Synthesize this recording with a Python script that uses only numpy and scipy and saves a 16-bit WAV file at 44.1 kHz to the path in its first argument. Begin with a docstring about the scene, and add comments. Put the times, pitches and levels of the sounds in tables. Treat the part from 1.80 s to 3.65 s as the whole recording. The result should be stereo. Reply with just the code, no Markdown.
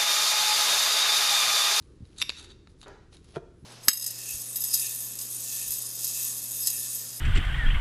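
"""A small plastic earbud case is handled close to the microphone in a quiet room. Fingers brush and tick
on the shell, a sleeve shifts and hands bump the table. An earbud scrapes and snaps out of its socket and
clacks against the case. Something knocks farther off, and the case is set down with a dull thud.
Each hit is a push and a short chatter ringing a body's resonances; scrapes and rubs are grainy friction
noise in swells. A short room tail, low rumble and faint hiss sit behind."""
import sys
import numpy as np
from scipy import signal
from scipy.fft import rfft, irfft, next_fast_len
from scipy.io import wavfile
from scipy.ndimage import map_coordinates

SR = 44100
rng = np.random.default_rng(int(sys.argv[2]) if len(sys.argv) > 2 else 0)


def file_out(sig):
    """Save sig as 16-bit WAV at sys.argv[1]."""
    # one column per channel
    cols = np.atleast_2d(sig).T
    # limit, then scale
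    lim = np.clip(cols, -1, 1)
    pcm = np.round(lim * 32767).astype(np.int16)
    wavfile.write(sys.argv[1], SR, pcm)


N = 81585

# Hits. Each row: start in seconds, level in dB, tilt in dB per octave, left over right in dB.
NAIL_AND_LID_TICKS = [(.0232, -55, 4.5, 1), (.2528, -54.5, -1.5, 5), (.264, -90, -31, -33),
                      (.3645, -56, 2.5, 15), (.3848, -34, 3.5, 5), (.5205, -42.5, -7, 9),
                      (.578, -57, -6, -37), (.6442, -41, 0.5, -2), (.8722, -45.5, -7, 11.5),
                      (1.0142, -42, 2, 11), (1.0295, -49.5, 8, 6), (1.0815, -48, 11, -2),
                      (1.3275, -49, -8, 4), (1.3455, -51.5, 2, 6), (1.3682, -47.5, 0.5, 4),
                      (1.4435, -57, 10, 0)]
HAND_BUMPS = [(.2045, -34, 0, 0), (.2215, -33, 0, 0), (.2305, -36, -2, 0), (1.826, -39, 0, 0),
              (1.840, -33, 0, 0)]
SOCKET_SNAPS = [(.4153, -18.5, -3, 11.5), (.4172, -16, 1, 5), (.4232, -13.5, 0.5, 8),
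                (.4343, -40.5, -12, -1)]
EARBUD_CLACKS = [(.4935, -17, -2.5, 1.5), (.5008, -25, -2, 35)]
FAR_KNOCKS = [(.603, -49, 5, 3.5), (1.0595, -36.5, 1, -0.5), (1.069, -40, 5, 0), (1.08, -45, 5, 2.5)]
CASE_LANDINGS = [(1.5597, -31, 10.5, -9), (1.5663, -21.5, 2, -0.5), (1.5795, -35, 8, 26)]

# Friction strokes. Each row: peak time, rise and release in seconds, level in dB, tilt in dB per octave.
FINGER_RUBS = [(.03, 0.056, 0.19, -69.5, -3), (0.263, 0.014, 0.02, -77, 12), (.36, 0.19, 0.09, -65, -6),
               (0.893, 0.012, 0.055, -67.5, -1.5), (1.011, 0.031, .04, -60, -0.5),
               (1.335, 0.022, 0.07, -55.5, -5), (1.446, 0.0044, 0.012, -62.5, -3.5),
               (1.509, 0.097, 0.065, -60.5, -5), (1.558, 0.018, 0.027, -44.5, -10),
               (1.812, 0.1, .08, -74.5, 15)]
EARBUD_SCRAPES = [(.384, 0.0031, 0.0034, -41.5, 8), (0.409, 0.029, 0.03, -34.5, 1),
                  (0.586, 0.033, 0.038, -44, -2.5), (0.597, 0.0063, 0.006, -43, -1),
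                  (0.641, 0.06, 0.03, -50.5, 3), (0.708, 0.036, 0.027, -51.5, -4.5),
                  (1.027, 0.0051, 0.036, -48.5, -7.5)]
# Swells of cloth. Each row: peak time, rise and release in seconds, level in dB.
SLEEVE_SHIFTS = [(0.114, 0.075, 0.047, -56.5), (0.688, 0.092, 0.14, -60)]

# How each body rings. Each row: centre in Hz, width in Hz, relative level in dB.
LID_MODES = [(1331, 520, -5), (2750, 320, -2), (3780, 150, 7.5), (4270, 1200, -4), (7000, 500, -4.5),
             (10500, 400, -7.5)]
HAND_MODES = [(55.4, 30.4, -4), (95.3, 45, 2), (220, 160, -7)]
SOCKET_MODES = [(1540, 680, -16), (2800, 700, -14), (3760, 250, 0), (4540, 170, -5), (6300, 600, -11.5),
                (7780, 300, -9), (7700, 900, -11.5), (10500, 370, -13.5)]
CASE_MODES = [(249, 250, -29), (950, 200, -20), (1390, 580, -15.5), (2324, 274, -2.5), (2746, 190, 0),
              (3637, 110, 3), (4530, 350, -14.5), (4610, 340, -8.5), (5660, 170, -6.5), (7020, 220, -24.5),
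              (7700, 300, -18.5), (9260, 600, -23.5), (11230, 394, -10.5), (10560, 100, -17.5)]
EARBUD_MODES = [(424, 330, -18.5), (1010, 140, -12.5), (1770, 300, -5.5), (2120, 300, -3.5),
                (2620, 246, 3.5), (3810, 190, 2.5), (4400, 540, 0.5), (4880, 530, -2.5), (6740, 800, -10),
                (8200, 200, -20.5), (9870, 430, -19.5), (11100, 260, -30)]
FAR_OBJECT_MODES = [(167, 94, -15), (383, 76, 3.5), (592, 120, -1), (805, 43, 2), (990, 58, 0),
                    (1295, 370, -2), (1440, 370, -1), (1880, 125, -5.5), (3020, 1800, -20)]
TABLE_MODES = [(146.5, 24, 5), (356, 31, 8.5), (436, 65, 6), (672, 42.6, 3.5), (945, 51, -8.5),
               (1362, 95, -9), (1610, 85, -17), (1834, 116, -21.5), (2430, 77, -22), (3350, 100, -28)]

# Tone curves of the noises and the room tail. Each row: frequency in Hz, relative level in dB.
RUMBLE_EQ = [(15, -38.5), (30, 5.5), (48, -2.5), (75, 2.5), (110, -3.5), (160, -8), (230, -12), (370, -9.5),
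             (520, -21), (750, -41), (1500, -33.5), (4000, -74.5)]
HISS_EQ = [(200, -9.5), (1000, 5.5), (2500, -1.5), (4000, -1.5), (7000, -5), (10500, -11), (12000, -25.5)]
SKIN_EQ = [(200, -19), (700, -4.5), (1500, -5), (2500, 1), (4000, 7), (6000, 5), (8500, 0.5), (10500, 11),
           (12000, -15)]
SLEEVE_EQ = [(80, -22), (200, -18.5), (380, 7), (550, -12), (800, -38.5), (1200, -16.5), (3000, -55)]
ROOM_EQ = [(100, -12), (400, 2), (1000, -2.5), (1800, -3.5), (2750, -5), (3300, -3.5), (3750, 0.5),
           (4300, -1.5), (6000, 2.5), (10000, -3)]
# How long the room rings. Each row: frequency in Hz, time to fall 60 dB in seconds.
ROOM_DECAY = [(150, 0.47), (500, 0.51), (1500, 0.59), (4000, 0.72), (10000, 0.51)]


def amp(db):
    """Decibels to gain."""
    return 10 ** (np.asarray(db) / 20)


def unit(x):
    """Scale to rms 1."""
    return x / np.sqrt(np.mean(x ** 2) + 1e-20)


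def along(points, hz):
    """Read a curve of (Hz, value) points on a log frequency axis."""
    f, values = np.transpose(points)
    return np.interp(np.log(hz + 1), np.log(f + 1), values)


def filtered(x, response):
    """Pass x through a complex frequency response."""
    n = x.shape[-1]
    padded = next_fast_len(n + 8192)
    return irfft(rfft(x, padded) * response(np.fft.rfftfreq(padded, 1 / SR)), padded)[..., :n]


def body(modes, f):
    """A ringing body: band-pass resonances summed in alternating polarity."""
    return sum((-1) ** k * amp(db) * 1j * f * width / (centre ** 2 - f ** 2 + 1j * f * width)
               for k, (centre, width, db) in enumerate(modes))


def tilted(tilt_db, f):
    """Brighten or darken by tilt_db an octave above the bass."""
    return amp(tilt_db * np.log2(1 + f / 300))


def soft(hz):
    """The treble roll-off of a soft contact."""
    return lambda f: 1 / (1 + 1j * f / hz) ** 2


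def hand_scatter(f, bands=5, width_hz=900, left_lag_s=.00023):
    """Paths around the hands delay a few random bands; the right channel hears the case first."""
    centres = rng.uniform(1500, 9000, (bands, 1, 1)) * (1 + .04 * rng.standard_normal((bands, 2, 1)))
    pole = centres ** 2 - f ** 2 + 1j * f * width_hz
    all_pass = np.prod(pole.conj() / pole, axis=0)
    return all_pass * np.exp(-2j * np.pi * f * np.array([[left_lag_s], [0]]))


def noise(alike):
    """White stereo noise with channel correlation `alike`: 0 is wide, 1 is mono."""
    mid, side = rng.standard_normal((2, N))
    turn = np.arccos(np.clip(alike, -1, 1)) / 2
    return np.cos(turn) * mid + np.sin(turn) * np.array([side, -side])


def coloured(x, eq, tilt_db=0):
    """Shape x with a tone curve and a tilt, at rms 1."""
    return unit(filtered(x, lambda f: amp(along(eq, f)) * tilted(tilt_db, f)))


def stroke(peak_s, rise, release):
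    """An envelope that swells to its peak and dies away."""
    t = np.arange(N) / SR - peak_s
    return np.exp(-2 * np.abs(t / np.where(t < 0, rise, release)) ** 1.5)


def friction(alike, grain_hz, spread_db):
    """Noise broken into tiny slips of random size by a smooth, fast wobble in level."""
    hiss = noise(alike)
    wobble = map_coordinates(rng.standard_normal(N // 8), [np.arange(N) * grain_hz / SR], mode="wrap")
    return hiss * amp(spread_db * wobble)


def hits(rows, modes, chatter_db, chatter_t60, shaping, level_window_s=.002):
    """Each contact is a push and a brief chatter that ring the body."""
    track, t = np.zeros((2, N + SR)), np.arange(SR // 4) / SR
    push = t == 0
    for start, db, tilt_db, pan_db in rows:
        chatter = rng.standard_normal((2, len(t))) * amp(-60 * t / chatter_t60)
        force = push + amp(chatter_db) * chatter / np.linalg.norm(chatter, axis=1, keepdims=True)
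        ring = filtered(force, lambda f: body(modes, f) * tilted(tilt_db, f) * shaping(f))
        ring /= np.linalg.norm(ring, axis=1, keepdims=True)
        ring *= amp([[pan_db / 2], [-pan_db / 2]])
        # db is the rms level with the whole hit's energy packed into the level window
        ring *= amp(db) * np.sqrt(2 * level_window_s * SR) / np.linalg.norm(ring)
        track[:, round(start * SR):][:, :len(t)] += ring
    return track[:, :N]


def reverb(x, alike, build_s):
    """The room's answer: a diffuse tail in which each frequency dies at its own speed."""
    hz, t, wash = signal.stft(noise(alike)[:, :SR], SR, nperseg=256)
    envelope = amp(-60 * t / along(ROOM_DECAY, hz)[:, None]) * (1 - np.exp(-t / build_s))
    tail = signal.istft(wash * envelope * amp(along(ROOM_EQ, hz))[:, None], SR, nperseg=256)[1]
    return signal.fftconvolve(x, tail / np.linalg.norm(tail[0]), axes=1)[:, :N]


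def room_tone():
    """A steady bed of centred low rumble and faint, wide hiss."""
    rumble = coloured(noise(alike=.95), RUMBLE_EQ)
    hiss = coloured(noise(alike=.033), HISS_EQ)
    return amp(-54) * rumble + amp(-71) * hiss


def finger_rubs():
    """Skin brushes over the plastic in soft, grainy strokes."""
    slips = friction(alike=.3, grain_hz=450, spread_db=2.5)
    return sum(amp(db) * stroke(peak_s, rise, release) * coloured(slips, SKIN_EQ, tilt_db)
               for peak_s, rise, release, db, tilt_db in FINGER_RUBS)


def lid_ticks():
    """Fingernails and lid make light ticks that ring the plastic."""
    return hits(NAIL_AND_LID_TICKS, LID_MODES, chatter_db=-4, chatter_t60=.018, shaping=hand_scatter)


def sleeve():
    """Cloth shifts in muffled swells of noise."""
    swells = sum(amp(db) * stroke(peak_s, rise, release) for peak_s, rise, release, db in SLEEVE_SHIFTS)
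    return swells * coloured(noise(alike=.75), SLEEVE_EQ)


def hand_bumps():
    """Hands bump the table; soft flesh leaves only the low end."""
    return hits(HAND_BUMPS, HAND_MODES, chatter_db=-20, chatter_t60=.05, shaping=soft(hz=250))


def earbud_scrapes():
    """The earbud slides in its socket, plastic on plastic; the slips excite the shell."""
    slips = friction(alike=.1, grain_hz=400, spread_db=4.5)
    track = np.zeros((2, N))
    for peak_s, rise, release, db, tilt_db in EARBUD_SCRAPES:
        rasp = unit(filtered(slips, lambda f: body(SOCKET_MODES, f) * tilted(tilt_db, f)))
        track += amp(db) * stroke(peak_s, rise, release) * rasp
    return track


def socket_snap():
    """The earbud pops free in a tight cluster of hard clicks that ring the case."""
    return hits(SOCKET_SNAPS, CASE_MODES, chatter_db=-13, chatter_t60=.04, shaping=hand_scatter)


def earbud_clack():
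    """The loose earbud strikes the case with a crisp double clack."""
    return hits(EARBUD_CLACKS, EARBUD_MODES, chatter_db=-15, chatter_t60=.02, shaping=hand_scatter)


def far_knocks():
    """Dull rattling knocks heard mostly through the room."""
    knocks = hits(FAR_KNOCKS, FAR_OBJECT_MODES, chatter_db=8.5, chatter_t60=.071, shaping=soft(hz=3140))
    return knocks + amp(4) * reverb(knocks, alike=.7, build_s=.003)


def set_down():
    """The case lands edge first and the table top thuds, with a touch of room."""
    thud = hits(CASE_LANDINGS, TABLE_MODES, chatter_db=-15, chatter_t60=.03, shaping=soft(hz=3600))
    return thud + amp(-12.5) * reverb(thud, alike=.9, build_s=.004)


def scene():
    """Close, fairly dry plastic up front; bumps, cloth, thud and knocks around it, over the room tone."""
    plastic = socket_snap() + earbud_clack() + lid_ticks() + earbud_scrapes() + finger_rubs()
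    tail = reverb(plastic[[0, 0]], alike=.1, build_s=.002)  # sent from the left channel only
    return plastic + amp(-17.5) * tail + hand_bumps() + sleeve() + set_down() + far_knocks() + room_tone()


def record(dry, top_hz=11550):
    """A steep low-pass takes the air off the top."""
    return filtered(dry, lambda f: 1 / np.sqrt(1 + (f / top_hz) ** 120))


dry = scene()
out = record(dry)
file_out(out)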